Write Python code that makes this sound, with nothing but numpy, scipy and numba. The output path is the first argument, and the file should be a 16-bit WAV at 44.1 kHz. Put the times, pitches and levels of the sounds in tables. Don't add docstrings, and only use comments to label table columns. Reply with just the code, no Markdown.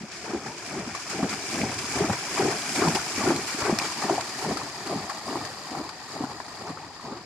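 import sys
import numpy as np
from scipy import signal
from scipy.fft import rfft, irfft, next_fast_len
from scipy.io import wavfile
from scipy.ndimage import uniform_filter1d
from numba import njit

SR = 44100
rng = np.random.default_rng(int(sys.argv[2]) if len(sys.argv) > 2 else 0)


def wrap_up_sound(samples):
    columns = np.atleast_2d(samples).T
    tamed = np.clip(columns, -1, 1)
    steps = np.round(tamed * 32767).astype(np.int16)
    wavfile.write(sys.argv[1], SR, steps)


N = 319725
TIME = np.arange(N) / SR
TOP_HZ = 14900

# frequency in Hz, relative density in dB per Hz.
CHURN = [(65, -34), (110, -16.5), (156, -2.5), (345, -1.5), (418, -2), (515, -13), (600, -10), (780, -4),
         (1320, -120)]
# frequency in Hz, relative density in dB per Hz.
SLOSH_NEAR = [(310, 2.5), (520, -5), (756, 2.5), (1900, -4), (2470, -10), (4180, -120)]
# frequency in Hz, relative density in dB per Hz.
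SLOSH_FAR = [(310, -25), (520, -9.5), (560, -10), (739, -2), (1240, -5), (1700, -37), (2210, -15),
             (3740, -120)]


def undb(db):
    return 10 ** (np.asarray(db) / 20)


def curve(table):
    return undb(np.interp(TIME, *np.transpose(table)))


def unit(x):
    return x / np.sqrt(np.mean(x.mean(axis=0) ** 2))


def colour(x, points, power=1):
    hz, db = np.transpose(points)
    size = next_fast_len(N + 8192)
    bins = np.maximum(np.arange(size // 2 + 1) * SR / size, 1)
    gain = undb(power * np.interp(np.log(bins), np.log(hz), db))
    return irfft(rfft(x, size) * gain, size)[..., :N]


@njit
def ring(start, hz, cycles, size, glide):
    out = np.zeros(N)
    for k in range(len(start)):
        swell = cycles[k] / hz[k]
        first = max(int(start[k] * SR) + 1, 0)
        last = min(int((start[k] + 8 * swell) * SR), N)
        for i in range(first, last):
            u = (i / SR - start[k]) / swell
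            phase = 2 * np.pi * cycles[k] * u * (1 + glide * u)
            out[i] += size[k] * u * np.exp(1 - u) * np.sin(phase)
    return out


def bubbles(start, hz, cycles, size, glide=0.008, lag_s=0):
    scatter_s = .00009
    lag = scatter_s * rng.standard_normal(len(start)) - lag_s
    cycles = cycles * np.ones(len(start))
    return np.array([ring(start + side * lag / 2, 1. * hz, cycles, 1. * size, float(glide))
                     for side in (-1, 1)])


def swarm(spectrum, per_s, cycles, spread_db, glide=0.014, lag_s=0):
    low_hz, high_hz = spectrum[0][0], min(spectrum[-1][0], TOP_HZ)
    when, pitch, life, rank = rng.random((int(per_s * N / SR), 4)).T
    hz = low_hz + (high_hz - low_hz) * pitch
    size = np.sqrt(hz) * undb(-spread_db * np.log(np.maximum(rank, .004)))
    summed = bubbles(when * N / SR, hz, cycles * (.5 + life), size, glide, lag_s)
    return unit(colour(summed, spectrum))


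def passing(near, far):
    turn_away_s, turn_length_s = 3.95, 2.62
    away = np.clip((TIME - turn_away_s) / turn_length_s + .5, 0, 1)
    return np.sqrt(1 - away) * near + np.sqrt(away) * far


def swells(at, db, rise_s, hold_s, fall_s):
    gain = np.zeros(N)
    for s, size, hold in zip(at, undb(db), hold_s * np.ones(len(at))):
        near = slice(max(int((s - .5) * SR), 0), int((s + .5) * SR))
        age = TIME[near] - s
        rise = np.minimum(age + hold, 0) / rise_s
        fall = np.maximum(age, 0) / fall_s
        gain[near] += size * np.exp(rise - fall)
    return gain


def gushes(per_s=45, decay_s=0.015, steady=5.3):
    lumps = (rng.random(N) < per_s / SR) * (.5 + rng.random(N))
    gain = steady + signal.lfilter([1], [1, -np.exp(-1 / (decay_s * SR))], lumps)
    return gain / np.sqrt(uniform_filter1d(gain ** 2, size=5000))


def trot():
    # deepest point in seconds, relative churn in dB, relative slosh in dB,
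    # delay of the lift in seconds, relative lifted water in dB, relative spray kicked ahead in dB.
    strides = [(0.347, -36, -40, 0.12, -37, -46), (0.796, -35.5, -39.5, 0.1, -40, -41),
               (1.24, -31.5, -39, 0.079, -35.5, -41), (1.635, -30.5, -35.5, 0.067, -36, -36.5),
               (2.04, -31.5, -32.5, 0.088, -33, -36), (2.47, -26.5, -33, 0.05, -33, -37),
               (2.872, -26, -32, 0.09, -32.5, -35.5), (3.299, -24, -31.5, 0.059, -43, -37.5),
               (3.704, -30, -31, 0.12, -31, -39.5), (4.116, -32, -33, 0.038, -35, -44.5),
               (4.52, -30, -36, 0.092, -37.5, -38.5), (4.962, -32, -38, 0.079, -40.5, -44),
               (5.365, -36.5, -36.5, 0.055, -39, -53), (5.81, -42, -38.5, 0.085, -60, -44.5),
               (6.24, -39.5, -42.5, 0.064, -39.5, -42), (6.705, -41.5, -43.5, 0.12, -45, -58),
               (7.13, -45, -44, 0.041, -44, -46.5)]
    # time in seconds, relative level in dB.
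    shower_levels = [(0, -43.5), (.11, -44), (.16, -42), (.85, -40.5), (1.45, -38), (2.2, -36), (2.85, -34),
                     (3.85, -36.5), (4.75, -38.5), (5.4, -38.5), (6.0, -42.5), (6.6, -41), (6.9, -44.5),
                     (7.25, -44)]
    s, churn_db, slosh_db, later_s, lift_db, kick_db = np.transpose(strides)
    shower = curve(shower_levels)
    push_s = 0.089
    lift = swells(s + later_s, lift_db, rise_s=0.031, hold_s=0, fall_s=0.04)
    sink = swells(s, churn_db, rise_s=0.047, hold_s=push_s / 2, fall_s=0.045)
    splash = swells(s - 0.0019, slosh_db, rise_s=0.02, hold_s=push_s, fall_s=0.064)
    kick = swells(s - 0.12, kick_db, rise_s=0.16, hold_s=0, fall_s=0.12)
    plunge = np.linalg.norm([sink, undb(-4) * lift, undb(-18) * shower], axis=0)
    thrown = np.linalg.norm([splash, lift, undb(-4.5) * shower], axis=0)
    return plunge, thrown, np.hypot(shower, kick)


def wading(plunge, thrown, gush):
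    # frequency in Hz, relative density in dB per Hz.
    heave_band = [(25, -50), (40, -36), (62, -1.5), (100, 7), (140, 7), (220, -15)]
    closest_s, closest_length_s = 1.8, 0.36
    heave_lag_s = 0.022
    close = np.exp(-((TIME - closest_s) / closest_length_s) ** 2)
    rocking = np.interp(TIME - heave_lag_s, TIME, plunge)
    heave_gain = undb(-30.5 + 10.0 * close) * rocking ** 0.49
    heave = heave_gain * swarm(heave_band, per_s=350, cycles=0.65, spread_db=2.5)
    churn = undb(-6.0) * plunge ** 0.78 * swarm(CHURN, per_s=750, cycles=1.14, spread_db=0.5)
    slosh = passing(*(swarm(band, per_s=1800, cycles=1.11, spread_db=-0.5)
                      for band in (SLOSH_NEAR, SLOSH_FAR)))
    blips = passing(*(swarm(band, per_s=190, cycles=3.88, spread_db=0.0, glide=0.026)
                      for band in (SLOSH_NEAR, SLOSH_FAR)))
    surface = thrown * (undb(-1.5) * slosh + undb(-5.0) * blips)
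    return heave + gush * (churn + surface)


def spray(shower, thrown, gush):
    # frequency in Hz, relative density in dB per Hz.
    spray_near = [(940, -10.5), (1600, -4), (2030, -6.5), (2340, 1.5), (2730, -7.5), (3760, -11.5),
                  (5020, -1), (6130, -5.5), (6960, -7), (10100, -15.5), (12800, -32), (14000, -34.5)]
    spray_far = [(940, -1), (1600, -4), (1890, 2), (2120, -10.5), (2370, -4), (2710, -10), (3490, -12),
                 (4830, 1.5), (5700, -10.5), (6920, -8.5), (10900, -19), (13000, -29)]
    # start in seconds, relative level in dB, decay in seconds.
    sheets = [(0.113, -40, 0.046), (.947, -40, 0.032), (1.096, -35, 0.018), (1.292, -37, 0.035),
              (1.74, -30, 0.0033), (1.787, -27, 0.0046), (2.771, -50, 0.0033), (2.882, -31, 0.0068),
              (2.948, -28, 0.01), (3.361, -25, 0.0027), (3.47, -38.5, 0.055), (3.786, -29, 0.0084),
              (3.81, -41, 0.22), (4.208, -24.5, 0.0032), (4.571, -31, 0.0065), (4.87, -41, 0.0039),
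              (5.096, -37, 0.011), (5.449, -36, 0.0097), (5.89, -32.5, 0.0045)]
    far_left_delay_s = .00005
    drops = passing(*(swarm(band, per_s=17000, cycles=0.91, spread_db=-0.5, lag_s=delay)
                      for band, delay in ((spray_near, 0), (spray_far, far_left_delay_s))))
    drops = drops + undb(-11.5) * swarm(spray_near, per_s=650, cycles=7.5, spread_db=1.5)
    fizz = colour(drops, [(5000, -4), (8000, 2), (11000, 4.5)])
    drops = drops + fizz * ((shower / undb(-34.5)) ** .55 - 1)
    surge = (thrown / uniform_filter1d(thrown, size=SR // 3)) ** 0.29
    gain = undb(-0.78) * shower * surge * gush ** 1.2
    for s, db, decay_s in sheets:
        age = np.maximum(TIME - s, 0)
        gain = gain + undb(db) * (1 - np.exp(-age / 0.0016)) * np.exp(-age / decay_s)
    return gain * drops


def plops(shower):
    near, far = (swarm(band, per_s=55, cycles=4.75, spread_db=0.0, glide=0.0256)
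                 for band in (SLOSH_NEAR, SLOSH_FAR))
    return undb(-14) * shower * passing(near, far)


def wash(shower):
    return undb(-13.5) * shower * swarm(CHURN, per_s=1800, cycles=1.35, spread_db=0.0)


def breeze():
    # frequency in Hz, relative density in dB per Hz.
    air_band = [(15, -26), (55, -4.5), (90, -3.5), (200, -8), (800, -42)]
    return undb(-62.5) * unit(colour(rng.standard_normal((2, N)), air_band))


def gulps(count=6):
    # start in seconds, relative level in dB, pitch of the main bubble in Hz.
    pockets = [(0.008, -28, 218), (0.034, -25.5, 212), (0.334, -16, 343), (.346, -14.5, 343),
               (.36, -19.5, 286), (0.772, -20, 363), (0.874, -21, 250), (1.201, -21, 295), (1.229, -9, 256),
               (1.244, -20, 187), (1.334, -27, 273), (1.614, -20, 223), (1.633, -14, 244),
               (1.647, -21, 250), (1.694, -23.5, 260), (1.839, -25, 252), (2.007, -9.5, 393),
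               (2.016, -16, 182), (2.044, -12, 297), (2.096, -15.5, 194), (2.104, -18.5, 112),
               (2.395, -10.5, 381), (2.447, -11, 330), (2.463, -12.5, 340), (2.483, -13, 372),
               (2.79, -16, 370), (2.819, -11.5, 404), (2.855, -12.5, 330), (2.875, -11, 202),
               (2.887, -14, 188), (2.953, -14.5, 363), (3.179, -19, 280), (3.279, -15, 390),
               (3.302, -8, 331), (3.316, -12, 283), (3.39, -22, 370), (3.545, -23, 285), (3.618, -28, 100),
               (3.695, -8.5, 358), (3.726, -9, 223), (4.043, -21, 258), (4.106, -14.5, 356),
               (4.121, -16, 362), (4.449, -29, 425), (4.511, -25, 208), (4.523, -18, 262),
               (4.631, -29, 304), (4.869, -25, 294), (4.942, -21, 296), (4.958, -18, 216),
               (5.291, -22, 272), (5.355, -19, 324), (5.715, -24, 294), (5.794, -22, 295),
               (5.811, -21, 313), (6.206, -16.5, 285), (6.238, -17, 268), (6.702, -23.5, 278),
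               (7.045, -29, 245), (7.107, -28, 293), (7.122, -26, 274)]
    s, db, hz = np.transpose(pockets)
    out = bubbles(s, hz * 0.913, 0.7, undb(db - 5.0))
    out += bubbles(s + 1 / hz, hz, 1.68, undb(db - 15) * (hz / 330) ** 2.0)
    for _ in range(count):
        delay, pitch = rng.random((len(s), 2)).T
        out += bubbles(s + 0.0181 * (delay - .3), hz * 2 ** (.4 + 1.4 * pitch), 1.26, undb(db - 21.0))
    return out


def slaps(count=9):
    # start in seconds, relative level in dB, main bubble pitch in Hz.
    lumps = [(.262, -34, 940), (0.948, -20, 1050), (1.111, -24, 1210), (1.228, -19.5, 1110),
             (1.636, -22, 810), (2.018, -24, 930), (2.038, -21, 854), (2.096, -14, 755), (2.128, -27, 750),
             (2.374, -17, 1090), (2.513, -23, 830), (2.819, -13.5, 1050), (2.85, -17, 1180),
             (2.87, -12.5, 896), (2.952, -15, 833), (3.212, -20, 1030), (3.266, -14.5, 1360),
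             (3.304, -17.5, 870), (3.374, -24, 864), (3.62, -24, 1050), (3.651, -18, 1400),
             (3.665, -17.5, 1040), (3.696, -20, 717), (4.096, -14, 650), (4.18, -17, 713),
             (4.447, -23, 824), (4.509, -22, 664), (4.57, -20, 1240), (4.614, -26, 1040), (4.923, -22, 704),
             (5.096, -20, 1070), (5.116, -27, 860), (5.354, -20, 885), (5.747, -22.5, 790),
             (5.889, -31, 1010), (6.161, -25, 814), (6.2378, -21.5, 950), (6.311, -31, 940),
             (6.4, -23.5, 965), (6.667, -24, 892), (6.772, -26.5, 1220), (6.995, -31, 1090),
             (7.052, -29, 955), (7.119, -27, 1110)]
    s, db, hz = np.transpose(lumps)
    knock = bubbles(s, hz * 0.823, 0.59, undb(db - 7.0))
    main_bubble = bubbles(s + 1 / hz, hz, 1.84, undb(db - 5.5))
    out = knock + main_bubble
    for _ in range(count):
        delay, pitch = rng.random((len(s), 2)).T
        trail_hz = hz * 2 ** (1.2 * (pitch - .35))
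        out += bubbles(s + 0.019 * delay ** 1.417, trail_hz, 0.93, undb(db - 9.0 - 3.1 * delay))
    return out


def stones():
    # start in seconds, relative level in dB, pitch in Hz, length of the swell in cycles.
    knocks = [(1.6155, -18.5, 2260, 1.2), (2.959, -20, 3000, 0.8), (3.7873, -19, 2030, 0.5),
              (3.7878, -12.3, 5150, 1.5), (3.7985, -19.5, 2460, 1.8)]
    crack_db, crack_s, crack_top_hz = -5, .0016, 7500
    s, db, hz, cycles = np.transpose(knocks).copy()
    age = TIME - s[:, None]
    strength = undb(db + crack_db) * hz / hz.max()
    contact = strength @ ((age > 0) * np.exp(-np.abs(age) / crack_s))
    dulling = signal.butter(2, crack_top_hz, fs=SR, output="sos")
    crack = signal.sosfilt(dulling, contact * rng.standard_normal((2, N)))
    return ring(s, hz, cycles, undb(db + 1.0), 0.) + crack


def scene():
    gush = gushes()
    plunge, thrown, shower = trot()
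    water = wading(plunge, thrown, gush) + spray(shower, thrown, gush) + plops(shower) + wash(shower)
    return water + gulps() + slaps() + stones() + breeze()


def record(dry):
    # frequency in Hz, relative contrast in dB.
    port_contrast = [(100, 0), (350, 1), (750, 2.5), (1100, 2.5), (1500, 5.5), (2300, 4), (2900, -3.5),
                     (3600, -5), (4300, 0.5), (5000, 7), (6000, 1), (7000, -7), (9000, -2), (12000, -10)]
    ports = np.array([colour(dry[0], port_contrast, 0.34), colour(dry[1], port_contrast, -0.8)])
    low_cut = signal.butter(2, 42, "highpass", fs=SR, output="sos")
    ports = signal.sosfilt(low_cut, ports)
    return signal.sosfilt(signal.ellip(10, .2, 80, TOP_HZ, fs=SR, output="sos"), ports)


dry = scene()
out = record(dry)
wrap_up_sound(out)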